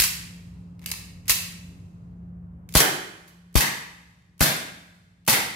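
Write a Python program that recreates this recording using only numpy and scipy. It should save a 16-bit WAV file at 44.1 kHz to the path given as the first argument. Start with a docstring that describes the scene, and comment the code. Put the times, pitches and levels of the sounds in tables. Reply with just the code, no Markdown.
"""A fan hums in a small bare room. A magazine is slapped into a gas airsoft pistol, then the slide
(the moving top) is pulled back and let go. Four shots follow, from 2.75 s on. In each, the hammer
knocks a valve open, gas pops out, the slide flies back and home, and the pellet smacks a target
across the room. The camera's gain control turns everything down at the first shot and keeps it low."""
import sys
import numpy as np
from scipy import signal
from scipy.fft import rfft, irfft, next_fast_len
from scipy.io import wavfile
from scipy.ndimage import uniform_filter1d, map_coordinates

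SR = 44100
rng = np.random.default_rng(int(sys.argv[2]) if len(sys.argv) > 2 else 0)


def wrap_up_sound(samples):
    """Save the sound to the file named by the first command line argument, as 16-bit audio."""
    columns = np.atleast_2d(samples).T
    # keep every value between -1 and 1, then stretch to whole-number steps
    tamed = np.clip(columns, -1, 1)
    steps = np.round(tamed * 32767).astype(np.int16)
    wavfile.write(sys.argv[1], SR, steps)


N = 244755


def amp(db):
    """Turn decibels into a multiplier."""
    return 10 ** (np.asarray(db) / 20)

def unit(x):
    """Scale to an average power of one."""
    return x / np.sqrt(np.mean(x ** 2) + 1e-20)

def along(points, hz):
    """Read between (pitch, value) points on a log scale."""
    pitches, values = np.transpose(points)
    return np.interp(np.log(hz + 1), np.log(pitches + 1), values)

def add(track, s, sound):
    """Mix a sound into a track at s seconds."""
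    part = track[..., max(0, round(s * SR)):][..., :sound.shape[-1]]
    part += sound[..., :part.shape[-1]]

def wobble(rate):
    """A smooth curve through `rate` random points a second."""
    return map_coordinates(rng.standard_normal(int(N * rate / SR) + 4), [np.arange(N) * rate / SR])

def filtered(x, response):
    """Scale each frequency in x by response(hz)."""
    n = x.shape[-1]
    padded = next_fast_len(n + n // 8)
    return irfft(rfft(x, padded) * response(np.fft.rfftfreq(padded, 1 / SR)), padded)[..., :n]

def coloured(x, tone, size=4096):
    """Give x a tone colour that would leave white noise just as strong."""
    gains = unit(amp(along(tone, np.fft.rfftfreq(size, 1 / SR))))
    cepstrum = irfft(np.log(gains))
    cepstrum[1:size // 2] *= 2
    cepstrum[size // 2 + 1:] = 0  # so nothing sounds before its hit
    return signal.fftconvolve(x, irfft(np.exp(rfft(cepstrum)))[None], axes=1)[:, :N]

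def stereo_noise(likeness, count):
    """White noise whose left and right are alike (1), unrelated (0) or opposite (-1)."""
    def shares(hz):
        turn = np.arccos(np.clip(along(likeness, hz), -1, 1)) / 2
        return np.array([np.cos(turn), np.sin(turn)])
    mid, side = filtered(rng.standard_normal((2, count)), shares)
    return np.array([mid + side, mid - side])

# sound arriving from all sides: (pitch [Hz], left-right likeness [-1 to 1])
ALL_AROUND = [(60, 0.92), (130, 0.96), (290, .75), (640, 0.46), (1400, -0.51), (3000, 0.54), (7000, -0.15)]
# the fan motor's tones: (pitch [Hz], level [dB])
FAN_HUM = [(67, -53.5), (96, -55), (174.5, -47), (269, -68.5), (431, -78)]
# tone of the moving air: (pitch [Hz], level [dB])
FAN_AIR = [(20, -31.5), (40, -5.5), (65, -1), (100, 4), (140, 0), (190, -3), (250, -14.5), (400, -20),
           (700, -26), (1300, -29.5), (2500, -46.5), (4000, -59), (15000, -58)]
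def fan(air_db=-47, waver_db=3.14):
    """A motor hums, a little unsteadily, over a low rush of air."""
    t = np.arange(N) / SR
    hum = 0
    for hz, db in FAN_HUM:
        strength = amp(db + waver_db * wobble(5.3))
        hum += strength * unit(np.sin(2 * np.pi * hz * t + 0.53 * wobble(2.9)))
    air = unit(filtered(stereo_noise(ALL_AROUND, N), lambda hz: amp(along(FAN_AIR, hz))))
    return hum + amp(air_db) * air

# the room's echo: (pitch [Hz], fade time [s]); a fade time, or t60, is the time to drop 60 dB
ROOM_FADE = [(60, 0.32), (130, 0.88), (400, 0.66), (1400, 0.74), (2700, 0.73), (5400, 0.6), (7700, 0.6),
             (11000, 0.47), (16000, 0.39)]
def room(x, gap_s=0.0014, build_s=0.00077, late_db=-24, late_stretch=2.26, count=6):
    """The walls answer after a short gap; highs fade before mids, and a faint echo lingers."""
    paths = np.array([wobble(100) for _ in range(count)])
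    paths /= np.linalg.norm(paths, axis=0)  # each hit takes its own mix of paths round the room
    swell = 1 - np.exp(-np.maximum(np.arange(SR) / SR - gap_s, 0) / build_s)
    echo = np.zeros((2, N))
    for share in paths:
        hz, t, bands = signal.stft(stereo_noise(ALL_AROUND, SR), SR, nperseg=256)
        fall_db = -60 * t / along(ROOM_FADE, hz)[:, None]
        fade = np.hypot(amp(fall_db), amp(late_db + fall_db / late_stretch))
        tail = swell * signal.istft(bands * fade, SR, nperseg=256)[1][:, :SR]
        echo += signal.fftconvolve(share * x, tail / np.linalg.norm(tail[0]), axes=1)[:, :N]
    return echo

# air hitting the microphones: (time [s], left level [dB], right level [dB], length [s])
AIR_PUFFS = [(0.0, -34.5, -25.5, .03), (1.301, -35, -28, 0.025), (2.7532, 1.5, -1.5, 0.022),
             (3.555, 8.5, -31, .028), (4.4077, 4.5, -27, 0.016), (5.288, -20.5, -16.5, 0.015)]
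def air_puffs(swing_hz=49, kick_turns=0.63, kick_s=0.0015):
    """A push of air kicks each microphone, which swings fast, then slows to a low thump."""
    thumps, t = np.zeros((2, N)), np.arange(SR // 4) / SR
    swing = np.sin(2 * np.pi * (swing_hz * t + kick_turns * (1 - np.exp(-t / kick_s))))
    for s, left_db, right_db, length in AIR_PUFFS:
        add(thumps, s, -amp([[left_db], [right_db]]) * swing * np.exp(-(t / length) ** 2))
    return thumps

# sound straight from the pistol: (pitch [Hz], left-right likeness [-1 to 1])
STRAIGHT = [(300, 1), (2000, 0.48), (6000, 0), (12000, 0)]
def burst(t60, rise_s=0.000062, count=8192):
    """One hit: noise that starts fast and dies away."""
    t = np.arange(count) / SR
    return stereo_noise(STRAIGHT, count) * amp(-60 * t / t60) * (1 - np.exp(-t / rise_s))

def rattle(t60, grain_db=3.0, grain_s=.0004, count=8192):
    """Loose parts chatter: a dying burst broken into tiny hits."""
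    points = rng.standard_normal(count)
    grains = np.interp(np.arange(count) / SR / grain_s, np.arange(count), points)
    return burst(t60, count=count) * unit(amp(grain_db * grains))

# light touches on slide and trigger: (time [s], steel level [dB], fade time [s], frame level [dB])
CLICKS = [(.7935, -45.5, 0.0079, -51), (.8415, -40, 0.0076, -45.5), (.938, -43.5, 0.022, -32),
          (2.69, -38.5, 0.021, -49.5), (3.277, -37, 0.13, -57), (4.222, -61, 0.019, -46.5)]
# parts sliding under the hand: (start [s], end [s], steel level [dB], frame level [dB])
SCRAPES = [(0.814, 0.853, -54.5, -51.5), (0.864, .908, -35, -42.5), (1.256, 1.279, -53.5, -53.5),
           (2.706, 2.729, -56, -58.5)]
def light_touches(scatter_db=2, slip_t60=0.027, count=5):
    """List the clicks, and the uneven ticks of parts that catch and slip as they slide."""
    ticks = []
    for start, end, steel_db, frame_db in SCRAPES:
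        times = start + (end - start) * (np.arange(count) + .5 * rng.random(count)) / count
        forces_db = scatter_db * rng.standard_normal(count)
        ticks += [(s, steel_db + db, slip_t60, frame_db + db) for s, db in zip(times, forces_db)]
    return CLICKS + ticks

# The magazine goes in and latches; the slide cocks the hammer, hits its stop, picks up a pellet
# and slams shut; the barrel settles:
# (time [s], steel level [dB], fade time [s], ring compared with steel [dB], frame level [dB])
LOADING_BLOWS = [(0.0, -13, 0.052, -35.5, -21), (.019, -14.5, 0.12, -27.5, -19.5),
                 (0.8601, -18.5, .011, -29.5, -35.5), (0.9149, -18, .02, -36.5, -27),
                 (1.281, -20.5, 0.06, -32, -43), (1.2956, -10, 0.058, -25, -21),
                 (1.3152, -14.5, 0.036, -27, -29)]
def loading_hits(bounce_share=.15, bounce_db=-1.5):
    """List the hits of loading: each part strikes and bounces once, the looser the later."""
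    hits = []
    for s, db, t60, ring_db, _ in LOADING_BLOWS:
        hits += [(s, db, t60, ring_db), (s + bounce_share * t60, db + bounce_db, t60, ring_db)]
    return hits

# tone of the plastic frame: (pitch [Hz], level [dB])
FRAME_TONE = [(150, -19), (400, -8.5), (560, -3), (780, -6.5), (1050, 1), (1500, -3), (2250, 6), (3200, -4),
              (8000, -16), (15000, -30.5)]
def frame_knocks(touches, knock_t60=0.02):
    """The plastic frame answers each loading blow and light touch with a short, dull knock."""
    knocks = np.zeros((2, N))
    for s, *_, db in LOADING_BLOWS + touches:
        add(knocks, s, amp(db) * burst(knock_t60))
    return coloured(knocks, FRAME_TONE)

# the four shots: (time [s], shot level [dB], pellet level [dB], closing slide level [dB])
SHOTS = [(2.7532, 2, 2.5, 3), (3.5565, -0.5, 0.5, -2.5), (4.408, 1.5, 0, -6), (5.279, 2.5, 0.5, -5)]
# The hammer's catch slips; it comes free, swings and opens the valve; gas throws the slide back:
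# (time after the valve opens [s], level compared with the shot [dB], fade time [s])
FIRING_STEPS = [(-.0285, -41.5, .018), (-.0142, -29, 0.054), (-.003, -13, 0.023), (0, 0.5, .028),
                (.016, -2.5, 0.12)]
def firing_hits(ring_db=-37, home_s=0.05, home_t60=0.084):
    """List the hits of firing: every shot runs the same steps, then a spring shuts the slide."""
    steps = [(s + delay, db + step_db, t60, ring_db)
             for s, db, *_ in SHOTS for delay, step_db, t60 in FIRING_STEPS]
    return steps + [(s + home_s, home_db, home_t60, ring_db) for s, _, _, home_db in SHOTS]

# ringing notes of slide and barrel: (pitch [Hz], level [dB], fade time [s])
STEEL_NOTES = [(2050, -11, 0.18), (2430, -3, 0.24), (2614, 1, 0.39), (2910, 0, 0.18), (4710, -1, 0.35),
               (5510, -3.5, .2), (7400, -1.5, 0.19), (9000, -4, .15), (11350, 0.5, .15), (11900, -1, .15),
               (14900, -5, .12)]
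# tone of a steel clack: (pitch [Hz], level [dB])
STEEL_TONE = [(100, -19), (400, -19), (750, -18), (1050, -6), (1400, -7.5), (2000, -1.5), (2700, 0.5),
              (3500, -0.5), (4600, 1.5), (6500, 1), (9000, 0), (12000, 3.5), (14000, -1.5), (15000, -2)]
def steel_clacks(touches, touch_ring_db=-32):
    """Every steel hit clacks and rings the slide and barrel with a new mix of their notes."""
    hits = loading_hits() + firing_hits() + [(s, db, t60, touch_ring_db) for s, db, t60, _ in touches]
    clacks, rings, t = np.zeros((2, N)), np.zeros((2, N)), np.arange(SR // 2) / SR
    hz, note_db, note_t60 = np.transpose(STEEL_NOTES)[:, :, None]
    notes = amp(note_db - 60 * t / note_t60) * np.sin(2 * np.pi * hz * t)
    for s, db, t60, ring_db in hits:
        add(clacks, s, amp(db) * rattle(t60))
        add(rings, s, amp(db + ring_db) * rng.standard_normal((2, len(notes))) @ notes)
    return coloured(clacks, STEEL_TONE) + rings

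# tone of the struck target: (pitch [Hz], level [dB])
TARGET_TONE = [(100, -26), (350, -1.5), (600, -3.5), (1000, -4), (1350, -2.5), (2050, -0.5), (3000, -6),
               (6000, -16), (15000, -21.5)]
def pellet_smacks(flight_s=.051, smack_t60=0.026):
    """Each pellet flies across the room and smacks a target."""
    smacks = np.zeros((2, N))
    for s, _, db, _ in SHOTS:
        add(smacks, s + flight_s, amp(db) * burst(smack_t60))
    return coloured(smacks, TARGET_TONE)

# tone of the gas pop: (pitch [Hz], level [dB])
GAS_TONE = [(40, -22), (90, -17), (160, 3), (260, -0.5), (450, -5), (700, -0.5), (1100, -1), (1650, -3.5),
            (3000, -7.5), (4500, -3.5), (7000, -9), (12000, -4), (15000, -7.5)]
def gas_pops(barrel_s=.0062, bounce_s=.00195, shock_db=19, jet_db=-4, jet_t60=0.032):
    """Gas pops at the valve, then leaves the barrel as a sharp shock, its bounce and a short hiss."""
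    pops = np.zeros((2, N))
    for s, db, *_ in SHOTS:
        shock = amp(db + shock_db) * np.ones((2, 1))
        add(pops, s, amp(-5) * shock)  # at the valve
        add(pops, s + barrel_s, shock)
        add(pops, s + barrel_s + bounce_s, amp(-5) * shock)
        add(pops, s + barrel_s, amp(db + jet_db) * burst(jet_t60))
    return coloured(pops, GAS_TONE)

def scene(pop_db=3, beam_hz=3000, pellet_db=-6, gun_room_db=-3.5, pop_room_db=6.0, pellet_room_db=4):
    """The pistol's parts are close by; pops and pellets are heard mostly by way of the walls."""
    touches = light_touches()
    gun = steel_clacks(touches) + frame_knocks(touches)
    pops, smacks = gas_pops(), pellet_smacks()
    side_pops = filtered(pops, lambda hz: 1 / (1 + 1j * hz / beam_hz))  # the barrel aims highs forward
    near = gun + amp(pop_db) * side_pops + amp(pellet_db) * smacks
    walls = room(amp(gun_room_db) * gun + amp(pop_room_db) * pops + amp(pellet_room_db) * smacks)
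    return near + walls + air_puffs() + fan()

def gain_control(x, limit_db=-18.5, recover_db_per_s=0.17, window_s=.014):
    """Loud mid-range sound turns the volume down at once; it creeps back very slowly."""
    mids = filtered(x, lambda hz: (hz > 250) & (hz < 3000))
    power = np.abs(uniform_filter1d(np.mean(mids ** 2, axis=0), int(window_s * SR)))
    excess_db = np.maximum(10 * np.log10(power + 1e-12) - limit_db, 0)
    creep_db = recover_db_per_s * np.arange(N) / SR
    return x * amp(creep_db - np.maximum.accumulate(excess_db + creep_db))

def record(dry, low_hz=27, top_hz=15600):
    """The camera drops deep rumble, turns loud sound down, flattens peaks and cuts the top highs."""
    heard = filtered(dry, lambda hz: 1j * hz / (low_hz + 1j * hz))
    flattened = np.clip(gain_control(heard), -1, 1)
    return filtered(flattened, lambda hz: 1 / np.sqrt(1 + (hz / top_hz) ** 160))


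dry = scene()
out = record(dry)
wrap_up_sound(out)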